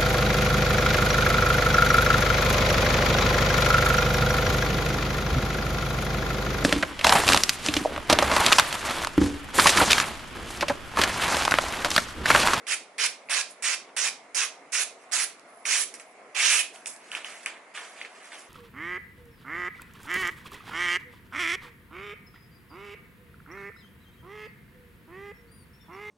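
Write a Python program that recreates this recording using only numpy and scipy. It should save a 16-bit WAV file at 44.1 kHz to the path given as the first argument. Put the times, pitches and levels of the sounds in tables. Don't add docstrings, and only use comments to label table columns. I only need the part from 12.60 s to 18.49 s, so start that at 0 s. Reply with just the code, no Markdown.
import sys
import numpy as np
from scipy import signal
from scipy.fft import rfft, irfft, next_fast_len
from scipy.io import wavfile
from scipy.ndimage import uniform_filter1d

SR = 44100
rng = np.random.default_rng(int(sys.argv[2]) if len(sys.argv) > 2 else 0)


def wav_record(signal):
    frames = np.transpose(np.atleast_2d(signal))
    bounded = np.clip(frames, -1, 1)
    quanta = np.round(bounded * 32767).astype(np.int16)
    wavfile.write(sys.argv[1], SR, quanta)


def volts_from_db(level):
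    exponent = np.asarray(level, float) / 20
    return 10 ** exponent


N = 259749

# t/s, length/s, force level/dB, place of full force [0-1], first bite re full force/dB
STROKES = [
    (.066, 0.085, -26.5, 0.67, -10.5),
    (0.38, 0.091, -25, 0.56, -6.5),
    (.694, .124, -27, 0.4, -3),
    (1.022, 0.13, -27.5, 0.36, -10),
    (1.364, 0.13, -29, 0.74, -2),
    (1.745, 0.12, -27.5, .6, -5),
    (2.119, 0.12, -29, 0.28, -12),
    (2.519, .13, -29, 0.26, -6),
    (3.051, 0.19, -27, 0.36, -7.5),
    (3.746, 0.27, -24.5, 0.35, -7),
]
# treble level/dB on entry, halfway, on exit; strip f/Hz on entry, on exit
BLADE_LEANS = [(-3.5, -0.5, 1.5, 11500, 8300), (-3, -3, 1.5, 4900, 5400), (-3.5, -0.5, -0.5, 11700, 4400),
               (3.5, 0, -4, 8900, 4700), (1.5, 1, -3.5, 8400, 4900), (6, -1.5, -2.5, 6500, 5500),
               (6.5, 0.5, -0.5, 6600, 6400), (5, 2, -1, 7000, 6800), (-0.5, 1, 2.5, 6000, 7900),
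               (-7, 1, -2.5, 5400, 7400)]
# resonance f/Hz, slackness/dB, final force re full/dB, extra edge hiss at the end/dB
SHEET_STATES = [(2230, -1, -7, -4.5), (2380, 0, -3.5, -3), (2300, 1, -5, -5), (2260, -0.5, -3.5, -4.5),
                (2180, 0.5, -2.5, -3), (2420, -0.5, -8.5, -2.5), (2250, -0.5, -3.5, 1),
                (2150, 0.5, -4, 3.5), (2380, -1, -9, 3.5), (2550, -3.5, -4, 1.5)]
# level/dB, width/octave
SHEET_RESONANCES = [
    (3.5, 0.34),
    (3, 0.26),
]
# f/Hz, level/dB
CUT_SPECTRUM = [(120, -69), (250, -12.5), (600, -12.5), (1000, -7.5), (1500, -5), (2000, -6.5),
                (2700, -5.5), (3400, -7), (4500, -6.5), (5700, -4.5), (7500, -6), (11000, -3.5)]
EDGE_HISS_DB = (-2, -6, 5.5)
SHEET_FLEX_DB = (-0.5, -10, -5.5, -11)
# f/Hz, level/dB, t60/s
BLADE_MODES = [(5600, -26, .3), (7700, -34, .2)]
# t/s, rise/s, fall/s, pressure level/dB, treble level/dB
TOUCHES = [(0.881, 0.028, .024, -65, 12.5), (1.27, 0.023, 0.025, -57, -22), (2.38, 0.046, 0.063, -61, -2),
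           (4.9, 0.036, 0.18, -56, -20), (3.336, 0.0058, 0.059, -51, 2.5),
           (3.397, 0.0049, 0.034, -50, -0.5), (4.129, 0.016, 0.12, -57, 1.5), (4.262, 0.0082, .08, -48, 7),
           (4.4, 0.17, 0.0087, -51, -5), (4.518, 0.0085, 0.048, -40.5, -8.5),
           (4.545, 0.013, 0.091, -38.5, -8.5), (4.648, 0.01, 0.096, -43.5, -7), (4.659, .04, 0.29, -50, -5),
           (4.821, .012, 0.056, -55, -2), (4.862, 0.0056, .075, -38, -12), (5.137, .028, 0.21, -41.5, -8),
           (5.34, .07, 0.023, -46, -8.5), (5.418, 0.0068, 0.019, -45, -9),
           (5.44, 0.016, 0.035, -47.5, -11.5), (5.46, 0.11, 0.24, -56, -7.5), (5.6, .06, 0.11, -54.5, -4),
           (5.7, 0.025, 0.17, -46, -8.5), (5.201, .06, 0.34, -60.5, -0.5), (5.759, 0.033, .1, -63.5, 6.5)]
# f/Hz, level/dB
HANDLED_SPECTRUM = [(120, -42), (250, -9.5), (700, -1.5), (1300, -2), (2000, -3), (2800, -5), (3700, -10),
                    (5700, -5.5), (11000, -0.5)]
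# t/s, peak level/dB, ring f/Hz, treble level/dB
BUCKLES = [(0.0679, -25, 2340, -19), (0.3868, -18, 2100, -18), (0.6875, -24, 2300, -28),
           (1.0246, -34, 2560, -5), (1.3666, -18.5, 1880, -15), (1.7462, -27, 2420, 1),
           (2.1263, -28, 2300, -8), (2.5151, -29.5, 2150, 3), (2.52, -37, 2090, 16),
           (3.054, -14.5, 2220, -15), (3.3403, -36, 2150, 7), (3.398, -31.5, 2330, -2),
           (3.748, -44, 2550, -32), (4.1595, -31, 2880, -18), (4.2594, -24.5, 2300, 6.5),
           (4.3632, -41, 1820, 6.5), (4.5167, -18.5, 2760, -9), (4.5504, -13.5, 2520, -20),
           (4.646, -18.5, 2820, -10), (4.8608, -11.5, 2280, -6.5), (5.1749, -21.5, 1840, -19),
           (5.4141, -17, 2180, -31), (5.449, -22, 2030, -32), (5.6745, -36, 1530, -16),
           (5.7195, -28, 1840, -21), (2.796, -51.5, 2400, 14.5), (5.651, -59, 2400, 8),
           (5.82, -58, 2400, 12), (4.541, -44, 2400, 2)]
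# t/s, length/s, level/dB, f/Hz at the start, f/Hz at the end
SLIDES = [
    (2.868, .183, -57, 9950, 10200),
    (3.46, .07, -59, 10900, 9900),
    (3.185, .045, -34, 10500, 8000),
    (.655, .03, -60, 9800, 10100),
    (5.53, .04, -62, 8050, 8050),
]
# t/s, level/dB
AIR_PUSHES = [(1.03, -75), (1.37, -74), (1.75, -66), (3.75, -70), (3.89, -73), (4.26, -59), (4.54, -72),
              (4.64, -66), (4.86, -78)]
# f/Hz, level/dB
PORT_SHADE = [(500, -0.5), (1500, -5), (2600, -1.5), (3300, -7.5), (4500, -12.5), (5100, -9), (5500, -2),
              (6100, -10.5), (6600, -10.5), (7500, -7), (9000, -6), (11000, -9.5)]
# f/Hz, phase/rad
PORT_PHASE = [(0, 0), (1500, -.05), (2700, -.45), (3600, -1), (4200, -3.5), (5000, -6.2), (6400, -7.4),
              (11900, -8.2)]
# f/Hz, likeness [0-1]
PORT_COHERENCE = [(300, 0.63), (1200, 1), (2600, 0.91), (5500, 0.5), (11000, 0.47)]
# f/Hz, t60/s
ROOM_T60 = [(500, 0.58), (1500, 0.21), (3500, 0.31), (7000, 0.26), (11000, 0.22)]
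# f/Hz, likeness [0-1]
ROOM_COHERENCE = [(300, 0.93), (1200, 0.77), (2600, 0.64), (5500, 0.084), (11000, 0.037)]
# f/Hz, level/dB
DIFFUSE_BALANCE = [(500, 0.25), (2000, 0), (3600, -5.5), (6500, -6.5), (11000, -6.5)]
# f/Hz, level/dB per Hz
FAN_SPECTRUM = [(24, -83), (40, -36), (115, -33), (160, -19), (261, -7.5), (363, -9), (399, -4.5),
                (608, -4.5), (717, -4.5), (865, -7.5), (1120, -6.5), (1550, -10.5), (2160, -9), (3000, -21),
                (10900, -25), (14200, -67), (22000, -120)]
# f/Hz, likeness [0-1]
FAN_COHERENCE = [(60, 0.63), (170, 0.95), (500, 0.96), (1420, 0.6), (4090, 0.13), (11700, 0.16)]
# f/Hz, width/Hz, level/dB
DUCT_RESONANCES = [(680, 55, 5), (2170, 120, 3), (2750, 250, 2.5)]

BITE_S, BITE_DB = 0.019, -4.5
SLIP_S, SLIP_SHARE = 0.021, 0.51
HISS_SHARE = 0.93
FLEX_PLACE = 0.73
SHEET_CLIMB = 0.06
JUDDER_DB, FIDGET_DB = 0.83, 1.6
TAUT_RING = 0.7
ONSET_DB, FADE_DB = -14.5, -20.5
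FADE_TREBLE_DB = 2
TOUCH_HISS_DB, TOUCH_HISS_SHARE, TOUCH_FLEX_DB = -3, 1.43, -7.5
TURN_S = 4.45


def evened(x):
    return x / np.sqrt(np.mean(x ** 2) + 1e-20)


def read(points, hz):
    f, value = np.transpose(points)
    return np.interp(np.log(hz + 1), np.log(f + 1), value)


def add(mix, s, sound):
    part = mix[round(s * SR):][:len(sound)]
    part += sound[:len(part)]


def filtered(x, response):
    length = x.shape[-1]
    size = next_fast_len(length)
    return irfft(rfft(x, size) * response(np.fft.rfftfreq(size, 1 / SR)), size)[..., :length]


def stroke(start, length, force_db, place, entry_db, lean, sheet):
    sheet_hz, slack_db, exit_db, hiss_db = sheet
    u = np.linspace(0, 1, 21)
    arch_db = np.interp(u, [0, place, 1], [entry_db, 0, exit_db])
    arch_db = arch_db + JUDDER_DB * rng.standard_normal(len(u))
    bite_db = BITE_DB * np.clip(1 - u * length / BITE_S, 0, 1)
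    slip_db = SLIP_SHARE * exit_db * np.clip(1 - (1 - u) * length / SLIP_S, 0, 1)
    level_db = force_db + arch_db + bite_db + slip_db
    treble_db = np.interp(u, [0, .5, 1], lean[:3])
    sizzle_db = HISS_SHARE * treble_db + np.interp(u, [0, .5, 1], EDGE_HISS_DB)
    sizzle_db = sizzle_db + hiss_db * np.clip(2 * u - .5, 0, 1)
    flex_db = np.interp(u, [0, FLEX_PLACE / 2, FLEX_PLACE, 1], SHEET_FLEX_DB) + slack_db
    sheet_pitch = sheet_hz * (1 + SHEET_CLIMB * (u - .5))
    strip_pitch = lean[3] + (lean[4] - lean[3]) * u
    return np.transpose([start + u * length, level_db, treble_db, sizzle_db, flex_db, sheet_pitch, strip_pitch])


def crackle(rows, colour, per_s, spread_db, patch_db, peaks=()):
    s, level_db, bright_db, sizzle_db, weight_db, *peak_hz = np.transpose(rows)
    t = np.arange(s[0], s[-1], 1 / SR)
    odds, sign, size = rng.random(len(t)), rng.standard_normal(len(t)), rng.exponential(1, len(t))
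    fibres = (odds < per_s / SR) * sign * volts_from_db(spread_db * np.minimum(size, 4))

    hz, frame, z = signal.stft(fibres, SR, nperseg=256, noverlap=192)
    frame = frame + s[0]
    octave = np.log2(hz / 1000 + 1e-3)[:, None]
    patches = uniform_filter1d(rng.standard_normal(z.shape), size=4, axis=0)
    patches = evened(uniform_filter1d(patches, size=10, axis=1))
    field_db = read(colour, hz)[:, None] + patch_db * patches

    upper = np.clip((octave - 1.8) / 0.66, 0, 1)
    top = np.clip((octave - 2.75) / 0.64, 0, 1)
    body = np.clip((.8 - octave) / 1.0, 0, 1)
    field_db = field_db + (upper - top) * np.interp(frame, s, bright_db)
    field_db = field_db + top * np.interp(frame, s, sizzle_db)
    field_db = field_db + body * np.interp(frame, s, weight_db)
    for centre_hz, (peak_db, width) in zip(peak_hz, peaks):
        centre = np.log2(np.interp(frame, s, centre_hz) / 1000)
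        field_db = field_db + peak_db * np.exp(-((octave - centre) / width) ** 2)

    sound = signal.istft(z * volts_from_db(field_db), SR, nperseg=256, noverlap=192)[1][:len(t)]
    edges = np.clip(np.minimum(t - s[0], s[-1] - t) / 0.0029, 0, 1)
    return s[0], sound / np.std(fibres) * volts_from_db(np.interp(t, s, level_db)) * edges


def blade(x):
    t = np.arange(SR // 2) / SR
    modes = np.zeros(len(t))
    for hz, db, t60 in BLADE_MODES:
        modes += volts_from_db(db - 60 * t / t60) * np.sin(2 * np.pi * hz * t) * np.sqrt(1 / (t60 * SR))
    return signal.oaconvolve(x, modes)[:N]


def snap(s, peak_db, hz, treble_db, rise_ms):
    t = np.arange(1500) / SR
    swell = np.exp(-((t * 1000 - 1.5 * rise_ms) / rise_ms) ** 2)
    ring = np.sin(2 * np.pi * hz * t * (.85 + 70 * t)) * swell
    grit = np.diff(rng.standard_normal((2, 1501)), axis=1)
    tick = evened(uniform_filter1d(grit[0], size=3)) * t / .0005 * np.exp(1 - t / .0005)
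    shiver = evened(uniform_filter1d(uniform_filter1d(grit[1], size=7), size=5))
    shiver = shiver * np.exp(-t / 0.004) * np.clip(t / 0.0039, 0, 1)
    sound = ring + volts_from_db(treble_db + 2.0) * tick + volts_from_db(-8.5) * shiver
    return s - .0004, volts_from_db(peak_db - 4.5) * sound


def touch(start, rise, fall, pressure_db, treble_db):
    s = np.append(np.arange(0, rise, .008), rise + np.arange(0, 2 * fall, .008))
    fading = np.clip((s - rise) / fall, 0, 2)
    level_db = pressure_db + ONSET_DB * np.clip(1 - s / rise, 0, 1) + FADE_DB * fading
    level_db = level_db + FIDGET_DB * rng.standard_normal(100)[:len(s)]
    sizzle_db = TOUCH_HISS_DB + TOUCH_HISS_SHARE * treble_db + FADE_TREBLE_DB * fading
    return np.transpose([start + s, level_db, treble_db + 0 * s, sizzle_db, TOUCH_FLEX_DB + 0 * s])


def squeak(start, length, level_db, from_hz, to_hz):
    waver_hz, width_hz = 150, 130
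    u = np.arange(0, length, 1 / SR) / length
    noise, drift = rng.standard_normal((2, len(u)))
    drift = evened(uniform_filter1d(uniform_filter1d(drift, size=300), size=300))
    hz = from_hz + (to_hz - from_hz) * u + waver_hz * drift
    r = np.exp(-np.pi * width_hz / SR)
    fuzz = evened(signal.lfilter([1], [1, -r], noise))
    whistle = fuzz * np.sin(2 * np.pi * np.cumsum(hz) / SR)
    return start, volts_from_db(level_db) * whistle * np.clip(20 * np.minimum(u, 1 - u), 0, 1)


def puffs():
    out = np.zeros(N)
    u = np.arange(4000) / SR / 0.0074
    for s, db in AIR_PUSHES:
        add(out, s, volts_from_db(db) * u * (2 - u) * np.exp(-u))
    return out


def rotated(x, turns_per_s):
    angle = 2 * np.pi * (turns_per_s * np.arange(N) / SR + np.arange(3)[:, None] / 3)
    return x * np.sqrt(2 / 3) * np.cos(angle)


def ports(x, sideways):
    smear = rng.standard_normal((3, 200)) * np.exp(-np.arange(200) / 40)
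    smear = smear / np.linalg.norm(smear[0])
    scattered = signal.oaconvolve(rotated(x, 9), smear, axes=1)[:, :N].sum(0)

    def alike(hz):
        return np.clip(read(PORT_COHERENCE, hz), 0, 1)

    left = filtered(x, lambda hz: alike(hz) * np.exp(1j * np.interp(hz, *np.transpose(PORT_PHASE))))
    left = left + filtered(scattered, lambda hz: np.sqrt(1 - alike(hz) ** 2))
    return np.array([filtered(left, lambda hz: volts_from_db(sideways * read(PORT_SHADE, hz))), x])


def room(x):
    hz, t, z = signal.stft(rng.standard_normal((2, 3, SR // 2)), SR, nperseg=256)
    alike = np.clip(read(ROOM_COHERENCE, hz), 0, 1)[:, None]
    left = alike * z[1] + np.sqrt(1 - alike ** 2) * z[0]
    left = left * volts_from_db(read(DIFFUSE_BALANCE, hz))[:, None]
    decay = volts_from_db(-60 * t / read(ROOM_T60, hz)[:, None])
    tail = signal.istft(np.array([left, z[1]]) * decay, SR, nperseg=256)[1]
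    tail = tail * np.clip((np.arange(tail.shape[-1]) / SR - .004) / .003, 0, 1)
    tail = tail / np.linalg.norm(tail[1, 0])
    return signal.fftconvolve(rotated(x, 6)[None], tail, axes=2)[..., :N].sum(1)


def fan():
    frames, hz = N // 256 + 5, np.fft.rfftfreq(1024, 1 / SR)
    a, b, c, d, patches = rng.standard_normal((frames, 513, 5)).T
    patches = evened(uniform_filter1d(uniform_filter1d(patches, size=10, axis=0), size=14, axis=1))
    alike = np.clip(read(FAN_COHERENCE, hz), -1, 1)[:, None]
    right = a + 1j * b
    left = alike * right + np.sqrt(1 - alike ** 2) * (c + 1j * d)
    left = left * volts_from_db(read(DIFFUSE_BALANCE, hz))[:, None]
    spectrum_db = read(FAN_SPECTRUM, hz)
    for centre_hz, width_hz, db in DUCT_RESONANCES:
        spectrum_db = spectrum_db + db * np.exp(-((hz - centre_hz) / width_hz) ** 2)
    z = np.array([left, right]) * volts_from_db(spectrum_db[:, None] + 1.6 * patches)
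    noise = signal.istft(z, nperseg=1024, noverlap=768)[1][:, :N]
    return volts_from_db(-52) * evened(noise)


def scene():
    cut, handled = np.zeros(N), np.zeros(N)
    (ring_db, ring_width), strip = SHEET_RESONANCES
    for row, lean, sheet in zip(STROKES, BLADE_LEANS, SHEET_STATES):
        peaks = [(ring_db - TAUT_RING * sheet[1], ring_width), strip]
        control = stroke(*row, lean, sheet)
        add(cut, *crackle(control, CUT_SPECTRUM, 24000, spread_db=1.25, patch_db=1.6, peaks=peaks))
    for row in TOUCHES:
        add(handled, *crackle(touch(*row), HANDLED_SPECTRUM, 20000, spread_db=1.5, patch_db=2))
    cut, handled = volts_from_db(14.5) * cut, volts_from_db(16.5) * handled
    for row in BUCKLES:
        add(cut if row[0] < TURN_S else handled, *snap(*row, rise_ms=0.79))
    for row in SLIDES:
        add(cut, *squeak(*row))
    no_bass = signal.butter(2, 450, "high", fs=SR, output="sos")
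    cut, handled = signal.sosfilt(no_bass, [cut, handled])
    direct = ports(cut + blade(cut), sideways=1.05) + ports(handled, sideways=0.42)
    return direct + volts_from_db(-6.5) * room(cut + handled) + fan() + puffs()


def top_cut(x):
    return signal.sosfilt(signal.butter(12, 12340, fs=SR, output="sos"), x)


def record(dry):
    thin = signal.sosfilt(signal.butter(2, 30, "high", fs=SR, output="sos"), dry)
    low_pass = signal.firwin(2047, 11010, window=("kaiser", 9), fs=SR)
    limited = signal.oaconvolve(thin, low_pass[None], "same")
    return top_cut(limited)


dry = scene()
out = record(dry)
wav_record(out)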